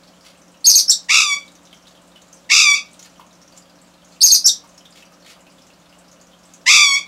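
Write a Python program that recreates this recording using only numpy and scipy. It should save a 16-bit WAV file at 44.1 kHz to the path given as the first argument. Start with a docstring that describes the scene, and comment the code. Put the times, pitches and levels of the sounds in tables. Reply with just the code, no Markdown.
"""In a small room with a humming fan, a macaw calls close to the microphone.
It gives two thin double shrieks, each followed by a chirp, and three harsh squawks that clear as they
fade. Its voice box buzzes or whistles, turning rough when pushed; throat and beak shape the tone.
Between the calls, beaks, claws and feathers tick and rustle faintly.
A limiter holds down the loudest calls."""
import sys
import numpy as np
from scipy import signal
from scipy.fft import rfft, irfft, next_fast_len
from scipy.io import wavfile
from scipy.ndimage import uniform_filter1d, minimum_filter1d, map_coordinates

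SR = 44100
rng = np.random.default_rng(int(sys.argv[2]) if len(sys.argv) > 2 else 0)


def wav_record(signal):
    """Record a signal, one row per channel, as 16-bit PCM in the file named by sys.argv[1]."""
    frames = np.transpose(np.atleast_2d(signal))
    bounded = np.clip(frames, -1, 1)
    # unit amplitude maps onto the largest positive 16-bit level
    quanta = np.round(bounded * 32767).astype(np.int16)
    wavfile.write(sys.argv[1], SR, quanta)


N = 311787

# Levels in the tables are relative. Roughness runs from about 0 (clean) to about 1 (harsh).
# hum of the fan and the mains: f/Hz, level/dB
HUM_TONES = [(59.2, -72), (177.6, -58.5), (209.9, -76), (290.7, -65), (538.3, -66.5), (662.1, -70.5),
             (1007, -76)]
# tone colour of the fan's moving air: f/Hz, level/dB
AIR_COLOUR = [(15, -45.5), (25, -20), (110, -14.5), (183, -6), (240, -5.5), (305, -7.5), (433, -15),
              (537, -5.5), (848, -12), (1240, -12), (2010, -20), (3000, -20), (3340, -22.5), (6380, -24.5),
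              (15500, -39)]
# how long the room's echo takes to fall by 60 dB: f/Hz, t/s
ECHO_TIMES = [(300, 0.25), (2500, 0.23), (6000, 0.19), (13000, 0.15)]
# tone colour of feathers barely stirring: f/Hz, level/dB
STIR_COLOUR = [(1200, -24), (2800, 0), (4500, -2), (7500, 1.5), (9000, -11), (15000, -19.5)]
# short feather rustles: start t/s, length t/s, level/dB
RUSTLE_EVENTS = [(0.229, 0.093, -50), (1.869, 0.018, -52.5), (3.008, 0.068, -49), (4.945, 0.068, -50.5),
                 (5.242, 0.1, -47)]
# tone colour of those rustles: f/Hz, level/dB
RUSTLE_COLOUR = [(590, -43), (1000, -19), (1360, -6.5), (1680, -15), (1760, -8), (4460, -6), (15000, -25.5)]
# the clearest ticks of beak and claws: t/s, level/dB, ring f/Hz
TICK_EVENTS = [(1.4784, -34.5, 3780), (1.5519, -35.5, 6300), (1.6514, -38, 5860), (1.7272, -32, 3060),
               (1.869, -36.5, 3930), (2.158, -35.5, 2980), (2.2176, -36.5, 6500), (2.3268, -32, 6200),
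               (2.9307, -35.5, 8140), (2.9926, -28, 6000), (3.0265, -33, 6720), (3.5741, -31, 7380),
               (4.777, -33.5, 5400), (4.8543, -33.5, 3454), (4.9571, -38, 3070), (5.0235, -33.5, 2780),
               (6.1143, -39.5, 6340), (6.212, -37, 6680), (6.5358, -31, 6430)]
# the faint ticks ring near one of these pitches: f/Hz
FAINT_TICK_PITCHES = [3300, 5160, 6700]
# soft knocks on the perches: t/s, level/dB, ring f/Hz
KNOCK_EVENTS = [(3.194, -32.5, 1032), (4.637, -36.5, 1078), (5.119, -38, 1220), (5.365, -40.5, 1040)]
# the steps of a shriek, a jump between whistle and screech, before stretching:
# end t/s, from f/Hz, to f/Hz, from level/dB, to level/dB, roughness
SHRIEK_STEPS = [(.011, 4315, 4557, -22, -12.5, .08), (.026, 4658, 4732, -12.5, -7, .6),
                (.056, 6576, 6388, -5.5, -1.5, .06), (.0865, 5444, 5320, -10.5, -13.5, .9),
                (.0995, 4860, 4940, -13.5, -14, .18), (.117, 4440, 4416, -13, -8, .3),
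                (.1435, 6497, 6380, -3, -5, .07), (.178, 5500, 5030, -7, -20.5, .9)]
# the steps of a chirp (lead-in, push, squeak, screech, low tail): same columns
CHIRP_STEPS = [(.015, 5400, 5350, -18, -9, .06), (.022, 5350, 5630, -3, 3, .25),
               (.030, 7100, 7170, -8, -9, .2), (.049, 5000, 4300, -14, -19, .9),
               (.064, 3680, 3740, -16, -27, .15)]
# the shrieks: start t/s, level/dB, stretch factor
SHRIEK_EVENTS = [(.643, 1, 0.96), (4.207, 0.5, 0.95)]
# the chirps: start t/s, level/dB, stretch factor
CHIRP_EVENTS = [(.880, 0.5, 1), (4.443, 1.5, 1.02)]
# how throat and open beak colour the shrieks and chirps: f/Hz, level/dB
WHISTLE_COLOUR = [(1000, -28.5), (3100, -14.5), (3600, -10), (4400, -6.5), (6500, -8), (6950, -17),
                  (7250, -4.5), (7800, 4.5), (9300, -1.5), (11000, -12.5), (13000, -1.5), (14000, -11),
                  (15500, -13.5)]
# how they colour the squawks: f/Hz, level/dB
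BUZZ_COLOUR = [(500, -13), (1150, -14.5), (1550, -17), (2250, 0), (2800, 2), (3100, -14.5), (3450, -3.5),
               (3950, -7.5), (4250, -13), (4600, -6), (5700, -6), (7900, -15), (8900, -28.5), (10400, -28),
               (15500, -48)]
# the squawks: start t/s, upward scoop t/s, harsh for t/s, clears over t/s, held for t/s, base f/Hz,
# pitch sag/(Hz/s), level/dB, change on clearing/dB, first harmonic/dB, dip of the second/dB,
# boost of the fourth and fifth/dB, opening roughness, extra closing roughness
SQUAWK_EVENTS = [(1.085, 0.026, 0.13, 0.044, 0.25, 1193, 608, -10, -7.5, 0.5, -18.5, -1, 1.03, 0.16),
                 (2.491, 0.029, .12, .06, 0.25, 1178, 384, -8, -4, -1.5, 3, 2, 1.1, .6),
                 (6.658, .036, .08, .14, 0.29, 1153, 291, -6.5, -5.5, -1, -15.5, 0, .95, .3)]


def amp(db):
    """Turn decibels into a gain."""
    return 10 ** (np.asarray(db) / 20)


def unit(x):
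    """Scale x to an average strength (rms) of 1."""
    return x / np.sqrt(np.mean(x ** 2) + 1e-20)


def along(points, hz):
    """Read between the rows of a (frequency, value) table on a log frequency axis."""
    freqs, values = np.transpose(points)
    return np.interp(np.log(hz + 1), np.log(freqs + 1), values)


def wobble(t, rate):
    """A smooth random curve through `rate` new values a second."""
    position = (t - t[0]) * rate
    return map_coordinates(rng.standard_normal(len(t) + 4), [position + 1])


def coloured(x, colour):
    """Make each frequency of x louder or softer, as the colour table says."""
    size = next_fast_len(len(x) + 2048)
    gain = amp(along(colour, np.fft.rfftfreq(size, 1 / SR)))
    return irfft(rfft(x, size) * gain, size)[:len(x)]


def add(track, start_s, x):
    """Mix x into the track at start_s."""
    part = track[round(start_s * SR):][:len(x)]
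    part += x[:len(part)]


def ramp(t, start, length):
    """0 before start, then rising evenly to 1 over length."""
    return np.clip((t - start) / length, 0, 1)


def gate(t):
    """Open and shut a call without a click."""
    return np.clip(np.minimum(t, t[-1] - t) / .0009, 0, 1)


def fan(air_db=-52.5, waver=.28):
    """The fan hums a little unsteadily over an even rush of air."""
    t = np.arange(N) / SR
    hum = sum(amp(db) * np.sqrt(2) * np.sin(2 * np.pi * hz * t + waver * wobble(t, 1.3))
              for hz, db in HUM_TONES)
    return hum + amp(air_db) * unit(coloured(rng.standard_normal(N), AIR_COLOUR))


def room(x, delay_s=.002):
    """The near walls echo almost at once; the high notes die first."""
    hz, t, noise = signal.stft(rng.standard_normal(SR // 2), SR, nperseg=256)
    decay = amp(-60 * t / along(ECHO_TIMES, hz)[:, None])
    tail = signal.istft(noise * decay, SR, nperseg=256)[1]
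    tail = np.pad(tail / np.linalg.norm(tail), (round(delay_s * SR), 0))
    return signal.fftconvolve(x, tail)[:N]


def stirring_feathers(level_db=-66, swell_db=4, swell_hz=14):
    """The feathers are never quite still: a faint rustle comes and goes."""
    swell = amp(swell_db * wobble(np.arange(N) / SR, swell_hz))
    return amp(level_db) * unit(swell * coloured(rng.standard_normal(N), STIR_COLOUR))


def rustle(length_s):
    """Feathers move: grainy noise swells and fades."""
    t = np.arange(0, length_s, 1 / SR)
    grains = rng.standard_normal(len(t)) * amp(5.2 * wobble(t, 170))
    swell = np.sqrt(np.abs(np.sin(np.pi * t / length_s)))
    return unit(coloured(grains, RUSTLE_COLOUR)) * swell


def tap(hz, fade_s, octaves, side_db=-16, rise_s=.0011):
    """One small hit: a dying burst of noise, strongest at hz and weaker to either side."""
    t = np.arange(SR // 5) / SR
    ring = [(100, side_db - 16.5), (hz / 2 ** octaves, side_db), (hz, 0),
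            (hz * 2 ** octaves, side_db), (16000, side_db - 15.5)]
    burst = unit(coloured(rng.standard_normal(len(t)), ring))
    return burst * amp(-60 * t / fade_s) * (1 - np.exp(-t / rise_s))


def fidgeting(tick_gain_db=-5, knock_gain_db=-9, faint_db=-53, spread_db=8, faint_count=190):
    """Beak and claws tick, perches are knocked and feathers rustle, amid many fainter ticks."""
    out = np.zeros(N)
    for start_s, db, hz in TICK_EVENTS:
        add(out, start_s, amp(db + tick_gain_db) * tap(hz, fade_s=.04, octaves=.3))
    for start_s, db, hz in KNOCK_EVENTS:
        add(out, start_s, amp(db + knock_gain_db) * tap(hz, fade_s=.12, octaves=.46, side_db=-20))
    for k, (when, size, pick, detune) in enumerate(rng.random((faint_count, 4))):
        start_s = (k + when) / faint_count * N / SR
        hz = FAINT_TICK_PITCHES[int(pick * len(FAINT_TICK_PITCHES))] * 2 ** (.59 * (detune - .5))
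        add(out, start_s, amp(faint_db + spread_db * size) * tap(hz, fade_s=.055, octaves=.36))
    for start_s, length_s, db in RUSTLE_EVENTS:
        add(out, start_s, amp(db) * rustle(length_s))
    return out


def whistle(t, hz, rough, jitter=.16, jitter_hz=1700, floor_hz=4050, under_db=-33, under_gap_hz=3900):
    """A piercing whistle; when rough, its pitch flips up and down at random and it screeches."""
    flipping_hz = hz * (1 + jitter * rough * np.tanh(2 * wobble(t, jitter_hz)))
    pitch = np.maximum(flipping_hz, np.minimum(hz, floor_hz))
    phase = 2 * np.pi * np.cumsum(pitch) / SR
    tone = np.sin(phase) + amp(-20 + 5 * rough) * np.sin(2 * phase) + amp(-32) * np.sin(3 * phase)
    breath = .11 * rough * rng.standard_normal(len(t))
    flicker = amp(3 * (rough + .96) * wobble(t, 1200))
    # a faint, fuzzy tone follows a set distance below the whistle
    undertone = amp(under_db) * np.sin(phase - 2 * np.pi * under_gap_hz * t + .5 * wobble(t, 500))
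    return unit(coloured(tone * flicker + breath, WHISTLE_COLOUR)) + undertone


def high_call(steps, stretch, jump_s=.0015):
    """A shriek or chirp: the whistle slides within each step, then jumps quickly to the next."""
    until, from_hz, to_hz, from_db, to_db, rough = np.transpose(steps)
    ends = stretch * until
    starts = np.append(0, ends[:-1])
    corners = np.column_stack([starts + jump_s / 2, ends - jump_s / 2]).ravel()
    t = np.arange(0, ends[-1], 1 / SR)
    slide = lambda first, last: np.interp(t, corners, np.column_stack([first, last]).ravel())
    return gate(t) * amp(slide(from_db, to_db)) * whistle(t, slide(from_hz, to_hz), slide(rough, rough))


def buzz(t, hz, rough, first_db, second_db, bite_db, flutter_hz=75, jitter_hz=720):
    """The voice box buzzes; pushed hard, its pitch flutters wildly and the overtones smear."""
    flutter = np.sin(2 * np.pi * np.cumsum(flutter_hz * (1 + .2 * wobble(t, 100))) / SR)
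    jitter = np.tanh(2 * wobble(t, jitter_hz))
    pitch = hz * (1 + rough * (.045 * flutter + .064 * jitter))
    phase = 2 * np.pi * np.cumsum(pitch) / SR
    # the lowest harmonic comes forward as the voice clears, the high ones as it roughens
    mellow_db, rasp_db = 5 * (1 - rough), 2 * rough
    harmonics_db = [first_db + mellow_db, second_db, 0] + [rasp_db + bite_db] * 2 + [rasp_db] * 8
    tone = sum(amp(db) * np.sin(k * phase + k * k) for k, db in enumerate(harmonics_db, 1))
    # a puff of air escapes once a cycle
    breath = .11 * (rough + .2) * (1 + np.cos(phase)) * rng.standard_normal(len(t))
    flicker = amp(rough * (2 * wobble(t, 500) - 2.5 * flutter))
    return unit(coloured((tone + breath) * flicker, BUZZ_COLOUR))


def squawk(scoop_s, harsh_s, clearing_s, held_s, base_hz, sag, level_db, clear_db,
           first_db, dip_db, bite_db, harsh, closing):
    """The bird pushes hard, then relaxes: roughness, pitch and level fall together."""
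    attack_s, catch_s, release_s = .01, .022, .078
    relaxed_roughness, push_hz, scoop_hz, catch_hz = .11, 96.2, 340.3, 60
    t = np.arange(0, held_s + release_s, 1 / SR)
    scoop = np.exp(-(t / scoop_s) ** 2)  # the call starts low and slides up
    relaxed = ramp(t, harsh_s, clearing_s)
    catch = ramp(t, held_s, catch_s)  # at the end the voice catches: weaker, higher and rougher
    rough = harsh + (relaxed_roughness - harsh) * relaxed + closing * catch
    sag_hz = sag * np.clip(t - harsh_s, 0, held_s - harsh_s)
    hz = base_hz + push_hz * rough - scoop_hz * scoop - sag_hz + catch_hz * closing * catch
    attack_db = -35.5 * np.exp(-t / attack_s)
    release_db = -23.5 * ramp(t, held_s, release_s) ** 2
    db = level_db + attack_db + clear_db * relaxed - 9 * catch + release_db
    # the second harmonic carries the scoop, then briefly dips or lifts once the voice has cleared
    dip = np.exp(-((t - harsh_s - clearing_s - .01) / .025) ** 2)
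    second_db = -3 + 5 * relaxed + 15.5 * scoop + dip_db * dip
    return gate(t) * amp(db) * buzz(t, hz, rough, first_db, second_db, bite_db)


def macaw():
    """The bird's squawks, shrieks and chirps, each at its moment."""
    out = np.zeros(N)
    for start_s, *shape in SQUAWK_EVENTS:
        add(out, start_s, squawk(*shape))
    for steps, events in (SHRIEK_STEPS, SHRIEK_EVENTS), (CHIRP_STEPS, CHIRP_EVENTS):
        for start_s, db, stretch in events:
            add(out, start_s, amp(db) * high_call(steps, stretch))
    return out


def scene(call_db=-1, call_echo_db=-5, movement_echo_db=-2):
    """One microphone hears the fan, the room and the bird; both channels are the same."""
    calls = amp(call_db) * macaw()
    movements = fidgeting() + stirring_feathers()
    echo = room(amp(call_echo_db) * calls + amp(movement_echo_db) * movements)
    mono = fan() + echo + movements + calls
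    return np.array([mono, mono])


def record(dry, ceiling=1.05, peak=.92, top_hz=15750):
    """A fast limiter turns loud calls down, the last peaks are rounded off, the top treble is cut."""
    needed_gain = np.minimum(1, ceiling / (np.abs(dry[0]) + 1e-9))
    smooth_gain = uniform_filter1d(minimum_filter1d(needed_gain, size=103), size=129)
    held = signal.resample_poly(dry * smooth_gain, 2, 1, axis=1)  # double rate for cleaner rounding
    rounded = held / (1 + np.abs(held / peak) ** 14) ** (1 / 14)
    limited = signal.resample_poly(rounded, 1, 2, axis=1)
    size = next_fast_len(N + 4096)
    kept_band = np.fft.rfftfreq(size, 1 / SR) < top_hz
    return irfft(rfft(limited, size) * kept_band, size)[:, :N]


dry = scene()
out = record(dry)
wav_record(out)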